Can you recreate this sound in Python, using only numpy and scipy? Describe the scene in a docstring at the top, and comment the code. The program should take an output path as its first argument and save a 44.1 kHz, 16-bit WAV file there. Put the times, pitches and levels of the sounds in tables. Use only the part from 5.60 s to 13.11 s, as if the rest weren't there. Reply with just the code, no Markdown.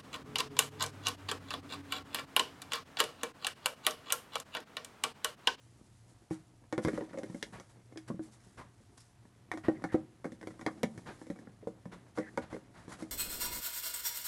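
"""In a small, quiet room, a puppy noses, paws and bites a big thin plastic bottle on the carpet.
Each knock bends a wall of the bottle, makes the air inside boom, rattles the stiff ribs and may
snap a crease. In between, tiny creases crackle, muzzle and paws scuff the plastic, and there are
brief squeaks and snuffles. Fur and carpet rustle over still air and the faint hum of an appliance."""
import sys
import numpy as np
from scipy import signal
from scipy.fft import rfft, irfft
from scipy.io import wavfile

SR = 44100
rng = np.random.default_rng(int(sys.argv[2]) if len(sys.argv) > 2 else 0)


def transcribe(u):
    """Save the signal u as a 16-bit wav file named by the first command-line argument.

    u: samples, shape (n,) or (channels, n), limited to [-1, 1]; the rate is SR.
    q: integer samples, one column per channel.
    """
    v = np.clip(np.atleast_2d(u).T, -1, 1)
    q = np.round(v * 32767).astype(np.int16)
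    wavfile.write(sys.argv[1], SR, q)


N = 331191
TIME = np.arange(N) / SR
AGE = TIME[:SR // 3]  # seconds since a short sound began

# Knocks and bites. Each row: start in seconds, wall pitch in Hz, then the levels in dB of
# the wall's thud, the air's boom, the ribs' rattle and the crease's snap.
KNOCKS = [(0.709, 169, -38.5, -35, -50.5, -72), (1.126, 520, -39, -36, -43, -52.5),
          (1.179, 355, -31, -40, -42.5, -50), (1.249, 168, -28, -34, -41, -46.5),
          (1.274, 200, -37, -48, -48, -55), (1.283, 397, -32.5, -60, -41.5, -51.5),
          (1.332, 180, -36, -39, -55, -65), (1.376, 487, -35.5, -43.5, -48, -60.5),
          (1.409, 390, -42.5, -54, -50, -78), (1.422, 425, -50, -41.5, -52.5, -79),
          (1.543, 549, -46.5, -58, -57, -85), (1.574, 517, -39.5, -49, -54, -62),
          (1.586, 554, -38.5, -49, -59, -57.5), (1.633, 387, -42, -48, -53, -58),
          (1.699, 186, -45.5, -54, -61, -66), (1.746, 260, -42.5, -51.5, -58, -63.5),
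          (1.827, 423, -46.5, -57, -51.5, -40), (1.999, 373, -52.5, -63, -57, -57.5),
          (2.323, 375, -58, -59, -66, -77), (2.359, 386, -54.5, -49, -63, -80),
          (2.374, 330, -63, -47.5, -56.5, -53), (2.501, 215, -38.5, -46.5, -55, -86),
          (2.509, 188, -41, -41, -65, -82), (2.541, 184, -46, -58, -80, -85),
          (2.594, 227, -45, -38, -58, -92), (3.201, 170, -58, -77, -87, -92),
          (3.916, 337, -66, -53, -38, -48), (3.938, 248, -43, -41, -50.5, -61),
          (3.974, 303, -55, -44, -49.5, -58.5), (4.084, 333.6, -27, -28.5, -38.5, -65),
          (4.24, 288.4, -36.5, -40.5, -39.5, -54), (4.344, 337, -27, -29, -40, -77),
          (4.644, 385, -43, -56, -45.5, -61), (4.654, 271, -38, -47, -53, -65),
          (4.72, 234, -47.5, -56, -65, -63), (4.813, 210, -53, -61, -58, -67),
          (4.829, 422, -50, -54, -53, -67), (4.872, 366, -43.5, -44.5, -52.5, -55.5),
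          (4.906, 244, -50.5, -61, -61, -67.5), (4.994, 316, -54, -63, -56, -66),
          (5.012, 264, -50, -52, -52.5, -60), (5.064, 434, -35, -36.5, -36, -44.5),
          (5.083, 355, -49, -76, -44, -81), (5.232, 436, -33, -62, -41, -42.5),
          (5.235, 219, -34.5, -53, -53, -53), (5.377, 142, -46, -56.5, -57.5, -60.5),
          (5.615, 361, -52.5, -51.5, -58.5, -67), (5.668, 270, -49.5, -54, -63.5, -66),
          (5.701, 296, -37.5, -74, -56.5, -60.5), (5.789, 200, -51, -57, -63, -69),
          (5.872, 171, -46.5, -75, -60.5, -90), (6.027, 414, -51.5, -61, -78, -89),
          (6.072, 460, -36.5, -47, -54, -62.5), (6.256, 178, -44, -57.5, -58, -71),
          (6.575, 502, -42, -44, -44, -58), (6.585, 504, -30.5, -38, -45, -55),
          (6.775, 456, -32, -44, -37, -50.5), (6.928, 314, -42.5, -73, -53, -63),
          (6.944, 437, -44, -52.5, -61, -63.5), (6.965, 387, -46.5, -63, -57.5, -69),
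          (7.28, 165, -44, -55.5, -60, -66), (7.424, 313, -42, -49.5, -60, -57.5)]
# How busy the puppy is. Each row: time in seconds, relative levels in dB of shuffling and of fur.
ACTIVITY = [(0.0, -66, -72), (1.15, -66, -77.5), (1.29, -45, -64.5), (1.51, -51, -75), (1.78, -54.5, -63),
            (2.11, -62.5, -75), (2.66, -61, -76.5), (3.43, -66, -74.5), (3.93, -63, -79.5),
            (4.14, -53, -74), (4.58, -63, -78), (4.96, -55, -72.5), (5.61, -56.5, -70.5),
            (5.85, -58, -77.5), (6.38, -63, -78), (6.71, -56.5, -73), (7.15, -62, -77.5),
            (7.51, -58.5, -72)]
# The tone of a light, brushing hiss. Each row: frequency in Hz, relative level in dB.
HISS_TONE = [(1000, 2.5), (2600, 4.5), (3600, 7.5), (5500, 10.5), (8000, 11), (11000, 8.5), (13000, -23)]


def knocks():
    """Blows land on the bottle. Sharp ones dent it, and it springs back with a lower, duller pop."""
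    # The two snap levels in dB at which denting begins and is complete.
    dent_range_db = [-66, -54]
    spring_delay_s = 0.008
    out = np.zeros(N)
    for start, hz, thud_db, air_db, rib_db, snap_db in KNOCKS:
        add(out, start, knock(hz, thud_db, air_db, rib_db, snap_db))
        dent = np.interp(snap_db, dent_range_db, [0, 1])
        spring_back = knock(hz * 0.566, thud_db - 9, -np.inf, rib_db - 10, snap_db - 18)
        add(out, start + spring_delay_s, dent * spring_back)
    return out


def knock(wall_hz, thud_db, air_db, rib_db, snap_db):
    """One blow: a wall bends and shakes the shell, the air booms, the ribs rattle, the skin snaps."""
    # The notes of a dented wall. Each row: multiple of its pitch, relative dB, ring time in seconds.
    wall_notes = [(.52, -15, 0.021), (.78, -3.5, 0.064), (1, 5, 0.062), (1.4, -11, 0.035)]
    # The notes of the whole shell, the air inside, and the stiff ribs and shoulder.
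    # Each row: pitch in Hz, relative level in dB, ring time in seconds.
    shell_notes = [(162.8, -9, 0.084), (226, -0.5, 0.048), (273.6, -7, 0.08), (464.4, -0.5, 0.062),
                   (531.5, 0.5, 0.091), (588.7, -8, 0.11), (764, -18.5, 0.18)]
    air_notes = [(315, -2, 0.11), (316.7, -18, 0.24)]
    rib_notes = [(713, 8, 0.052), (757, -5.5, 0.16), (807, 2.5, 0.053), (955, -27, 0.066), (999, 5.5, 0.03),
                 (1033, 20.5, 0.0078), (1173, -13.5, 0.038), (1330, -8, 0.085), (1434, 4.5, 0.038),
                 (1524, 3.5, 0.045), (1675, -7, 0.012), (1733, 5.5, 0.039), (1917, 3.5, 0.047),
                 (2140, 1, 0.059), (2250, -5, 0.026)]
    push_cycles = 5.6  # a slack wall gives way more slowly than a stiff one
    wall = sum(gain(db) * ring(wall_hz * multiple, ring_s) for multiple, db, ring_s in wall_notes)
    wall = level_hit(wall * rise(push_cycles / wall_hz))
    # a wide, slack wall shakes the shell's low notes, a small stiff one its high notes
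    shell = ring_notes(shell_notes, detune=0.028, tilt_db=7.5 * np.log2(wall_hz / 380))
    shell = level_hit(shell * rise(0.0022))
    thud = gain(thud_db - 3) * (wall + shell)
    air = sum(gain(db) * ring(hz, ring_s) for hz, db, ring_s in air_notes)
    air = level_hit(air * rise(0.014))
    # teeth, which snap the skin, also reach the higher ribs; soft paws do not
    ribs = ring_notes(rib_notes, detune=0.035, tilt_db=0.34 * (snap_db - rib_db + 13))
    ribs = level_hit(buckle(ribs, spread_s=0.007, after_db=-8.5))
    return thud + gain(air_db) * air + gain(rib_db) * ribs + snap(snap_db)


def snap(db):
    """A gentle touch crinkles the thin plastic skin; a hard bite pops one crease through at once."""
    # The tone of the pop. Each row: frequency in Hz, relative level in dB.
    pop_tone = [(600, -3), (1200, -3), (2100, 18), (2700, 0), (3500, 6), (4400, -0.5), (5500, 6.5),
                (7000, -1), (10500, -6), (13000, -14)]
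    # The notes of a popping crease. Each row: pitch in Hz, relative dB, ring time in seconds.
    crease_notes = [(2010, -16.5, 0.011), (2850, -14, 0.026), (3020, 2.5, 0.03), (3430, 11, 0.017),
                    (3670, 15, 0.016), (4900, 12, 0.012), (5480, -13, 0.007), (5670, -4, 0.0088)]
    hardness = np.interp(db, [-72, -44], [0, 1])
    crinkle_noise, tick_noise = rng.standard_normal((2, len(AGE)))
    crinkle = level_hit(colour(crinkle_noise * fade(0.17) * rise(0.0083), HISS_TONE))
    tick = tick_noise * (fade(0.0096) + gain(-13.5) * fade(0.084))
    ticks = buckle(tick, spread_s=0.0036, after_db=-5.5 - 12 * hardness)
    crease = level_hit(ring_notes(crease_notes, detune=0.069))
    pop = level_hit(colour(ticks, pop_tone)) + hardness ** 3 * gain(-8) * crease
    return gain(db) * level_hit(gain(2.5) * (1 - hardness) * crinkle + (1.4 + hardness) * pop)


def buckle(sound, spread_s, after_db, count=7):
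    """A crease gives way in one jump, then a few smaller ones. Each jump sets off the sound."""
    jumps = np.zeros(len(AGE))
    jumps[0] = 1
    delays = rng.exponential(1, count) * spread_s
    sizes = gain(after_db) * rng.standard_normal(count) * np.exp(-delays / spread_s / 2)
    np.add.at(jumps, np.minimum(delays * SR, len(AGE) - 1).astype(int), sizes)
    return signal.fftconvolve(sound, jumps)[:len(AGE)]


def nudges(count=12, middle_hz=296, spread_octaves=0.3):
    """Nose and paws touch the bottle lightly, more often and harder while the puppy is busy."""
    # The levels of thud, boom, rattle and snap, in dB above the puppy's shuffling level.
    offsets_db = [2, -11, -5, -17]
    out = np.zeros(N)
    times, shuffle_db, _ = np.transpose(ACTIVITY)
    busy_db = np.interp(TIME, times, shuffle_db)
    effort = np.cumsum(gain(busy_db))
    for k, (chance, spot) in enumerate(rng.uniform(0, 1, (count, 2))):
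        start = np.interp((k + chance) / count, effort / effort[-1], TIME)
        levels = np.interp(start, TIME, busy_db) + np.array(offsets_db)
        wall_hz = middle_hz * 2 ** (spread_octaves * (2 * spot - 1))
        add(out, start, knock(wall_hz, *levels))
    return out


def crackle(offset_db=-16, count=900):
    """Tiny creases keep giving way, louder the more the puppy pushes the bottle about."""
    # The tone of the tiny ticks. Each row: frequency in Hz, boost or cut in dB.
    tick_tone = [(200, -8.5), (500, -2), (1000, 1), (2000, 7), (2700, -4.5), (3600, -4), (6000, -8.5),
                 (11000, -21)]
    out = np.zeros(N)
    times, shuffle_db, _ = np.transpose(ACTIVITY)
    decay = fade(0.11)[:SR // 30]
    for start, size in zip(rng.uniform(0, TIME[-1], count), rng.standard_normal(count)):
        db = np.interp(start, times, shuffle_db) + offset_db + 3 * size
        add(out, start, gain(db) * level_hit(decay * rng.standard_normal(len(decay))))
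    return colour(out, tick_tone)


def scuffs(swell_share=0.2):
    """Muzzle and paws slide on plastic and carpet: a rasp and a hiss that swell and let go."""
    # The slides. Each row: start in seconds, length in seconds, relative dB of rasp and of hiss.
    slides = [(0.474, 0.1, -78, -77), (0.705, 0.079, -58.5, -64.5), (1.22, 0.071, -56, -61.5),
              (1.34, 0.066, -54.5, -67.5), (1.927, 0.071, -52, -70), (2.093, .04, -68, -74.5),
              (2.479, 0.024, -55, -62), (2.619, 0.079, -71, -69), (2.717, 0.066, -73, -70.5),
              (2.805, 0.21, -82, -76.5), (2.975, 0.061, -51.5, -72), (3.376, 0.013, -61.5, -60),
              (3.403, 0.024, -84, -70), (4.039, 0.053, -48, -78), (4.321, 0.044, -49.5, -66.5),
              (5.462, 0.069, -48.5, -71), (6.318, 0.045, -51, -71), (6.553, 0.087, -60.5, -69),
              (6.818, 0.037, -51.5, -73.5), (6.902, 0.076, -56.5, -75), (7.142, 0.14, -59.5, -76),
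              (7.29, 0.045, -56.5, -64.5), (7.317, 0.044, -51.5, -62), (7.39, 0.06, -58, -66)]
    # The tone of the rubbed wall. Each row: frequency in Hz, relative level in dB.
    rasp_tone = [(150, 15), (400, 5), (900, 6), (1500, 4), (1950, 2), (2600, -6.5), (4000, -9.5),
                 (8000, -26)]
    rasp, hiss = np.zeros(N), np.zeros(N)
    for start, length, rasp_db, hiss_db in slides:
        peak, end = start + length * swell_share, start + length
        times = [start - 0.004, start, peak, end, end + 0.087]
        pressure = np.interp(TIME, times, [0.0018, 0.76, 1.73, 0.3, 0.0051])
        rasp += gain(rasp_db) * pressure
        hiss += gain(hiss_db) * pressure
    return rasp * rubbing(rasp_tone, grit_db=0) + hiss * rubbing(HISS_TONE, grit_db=2)


def grainy_tones(grain_gap_s=0.0026):
    """Brief, grainy tones: squeaks on the plastic, a short ring with a knock, and the tone of snuffles."""
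    # The tones. Each row: start in seconds, length in seconds, level in dB, pitch in Hz.
    tones = [(2.494, .018, -44.5, 1080), (2.982, .04, -53.5, 1110), (3.388, .04, -68, 5500),
             (4.032, 0.024, -48, 1970), (4.148, 0.026, -56.5, 1950), (4.284, .055, -54, 1810),
             (5.486, .035, -54, 1600), (5.658, .02, -62, 1990), (6.607, .085, -51.5, 1850)]
    out = np.zeros(N)
    for start, length, db, hz in tones:
        delays = np.cumsum(rng.gamma(3, grain_gap_s / 3, 64))
        sizes, bends = rng.standard_normal((2, 64))
        for delay, size, bend in zip(delays, sizes, bends):
            if delay < length:
                add(out, start + delay, gain(db + 2 * size) * ring(hz * (1 + 0.056 * bend), 0.032))
    return out


def rustle():
    """Paws shuffle, fur brushes the carpet, and the rocking bottle adds to both sounds."""
    # The dull tone of shuffling. Each row: frequency in Hz, relative level in dB.
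    shuffle_tone = [(40, -23.5), (100, -3), (180, 6), (320, 3), (500, -5), (900, -10.5), (2000, -25.5),
                    (3500, -47.5)]
    times, shuffle_db, fur_db = np.transpose(ACTIVITY)
    paws = gain(np.interp(TIME, times, shuffle_db) + 3 * drift(22) - 4)
    fur = gain(np.interp(TIME, times, fur_db) + drift(30) - 1)
    rock = rocking()
    shuffle = np.hypot(paws, gain(-15.5) * rock) * rubbing(shuffle_tone, grit_db=3.5)
    brush = np.hypot(fur, gain(-38) * rock) * rubbing(HISS_TONE, grit_db=1.5)
    return shuffle + brush


def rocking(settle_s=0.12):
    """How much the bottle rocks: each knock sets it going and the carpet stills it."""
    power = np.zeros(N)
    for start, _, thud_db, *_ in KNOCKS:
        add(power, start, (gain(thud_db) * fade(settle_s) * rise(0.028)) ** 2)
    return np.sqrt(power)


def rubbing(tone, grit_db):
    """Rubbing surfaces catch many times over. 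More grit makes the catches more uneven."""
    catches = rng.standard_normal(N) * gain(grit_db * drift(450))
    return level(colour(catches, tone))


def room(sound):
    """Nearby furniture echoes the sound almost at once, then the walls add a short tail."""
    # Echoes off the furniture. Each row: delay in seconds, level in dB.
    echoes = [(.0032, -30), (.0063, -30), (0.0124, -21.5)]
    # The room's tail. Each row: low and high edge in Hz, fade time in seconds, relative level in dB.
    tail_bands = [(69, 253, 0.35, -9.5), (233, 1660, 0.47, -20.5), (884, 3760, 0.13, -11),
                  (2800, 8400, 0.11, -12)]
    response = np.zeros(len(AGE))
    for delay_s, db in echoes:
        response[int(delay_s * SR)] += gain(db)
    for low_hz, high_hz, fade_s, db in tail_bands:
        band = signal.butter(3, [low_hz, high_hz], "band", fs=SR, output="sos")
        tail = rng.standard_normal(len(AGE)) * fade(fade_s) * (AGE > 0.005)
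        response += gain(db) * signal.sosfilt(band, tail / np.linalg.norm(tail))
    return sound + signal.fftconvolve(sound, response)[:N]


def air_and_hum(air_db=-62.5):
    """Still indoor air and the slightly wavering mains hum of an appliance."""
    # The air's tone and the hum's notes. Each row: frequency in Hz, level in dB (relative for the air).
    air_tone = [(25, -0.5), (45, 6.5), (70, -1), (110, 9), (170, -12), (260, -17), (500, -22.5), (900, -18),
                (1900, -25.5), (3000, -26), (8000, -39.5), (11500, -34.5)]
    hum_notes = [(59.5, -77), (119.6, -63.5), (710.5, -80.5)]
    air = level(colour(rng.standard_normal(N), air_tone)) * gain(air_db + 0.5 * drift(3))
    hum = sum(gain(db + 2.2 * drift(3)) * np.sin(2 * np.pi * hz * TIME + 0.45 * drift(4))
              for hz, db in hum_notes)
    return air + hum


def ring_notes(notes, detune, tilt_db=0, scatter_db=0.5):
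    """Ring a part hit at a random spot. Dents shift its notes; tilt_db is the boost per octave."""
    out = np.zeros(len(AGE))
    for hz, db, ring_s in notes:
        side, size, bend = rng.standard_normal(3)
        strength = gain(db + scatter_db * size + tilt_db * np.log2(hz))
        out += np.sign(side) * strength * ring(hz * (1 + detune * bend), ring_s)
    return out


def ring(hz, ring_s):
    """One pure note that dies away."""
    return fade(ring_s) * np.sin(2 * np.pi * hz * AGE)


def fade(seconds):
    """Fall from 1, dropping 60 dB in the given time."""
    return np.exp(-np.log(1000) * AGE / seconds)


def rise(seconds):
    """Climb from 0 to almost 1 in the given time."""
    return 1 - fade(seconds)


def drift(steps_per_s):
    """Wander at random around zero, with a spread near 1."""
    steps = rng.standard_normal(4096)
    return level(np.interp(TIME * steps_per_s, np.arange(len(steps)), steps))


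def colour(sound, tone, size=4096):
    """Filter a sound along a curve of (Hz, dB) points."""
    hz, db = np.transpose(tone)
    grid_hz = np.arange(size // 2 + 1) * SR / size + 1
    curve = gain(np.interp(np.log(grid_hz), np.log(hz), db))
    # these steps make the filter ring only after a hit, never before it
    cepstrum = irfft(np.log(curve))[:size // 2]
    cepstrum[1:] *= 2
    response = irfft(np.exp(rfft(cepstrum, size)))
    return signal.fftconvolve(sound, response)[:len(sound)]


def gain(db):
    """Turn decibels into a number to multiply by."""
    return 10 ** (np.asarray(db) / 20)


def level(sound):
    """Scale a sound to an average power of 1."""
    return sound / np.sqrt(np.mean(sound ** 2))


def level_hit(sound, attack_s=0.02):
    """Scale a hit so that its opening moment has an average power of 1."""
    return sound / np.sqrt(np.mean(sound[:int(attack_s * SR)] ** 2))


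def add(track, start_s, sound):
    """Mix a sound into the track at the given time."""
    start = max(int(start_s * SR), 0)
    track[start:start + len(sound)] += sound[:N - start]


def scene():
    """The puppy and the bottle in the room, as one channel."""
    play = knocks() + nudges() + crackle() + scuffs() + grainy_tones() + rustle()
    return (room(play) + air_and_hum())[None]


def record(dry, low_cut_hz=63, top_hz=11900):
    """A phone held above the floor thins the deep bass and cuts the highest treble."""
    bass_cut = signal.butter(2, low_cut_hz, "high", fs=SR, output="sos")
    treble_cut = signal.ellip(8, 0.2, 60, top_hz, fs=SR, output="sos")
    return signal.sosfilt(treble_cut, signal.sosfilt(bass_cut, dry))


dry = scene()
out = record(dry)
transcribe(out)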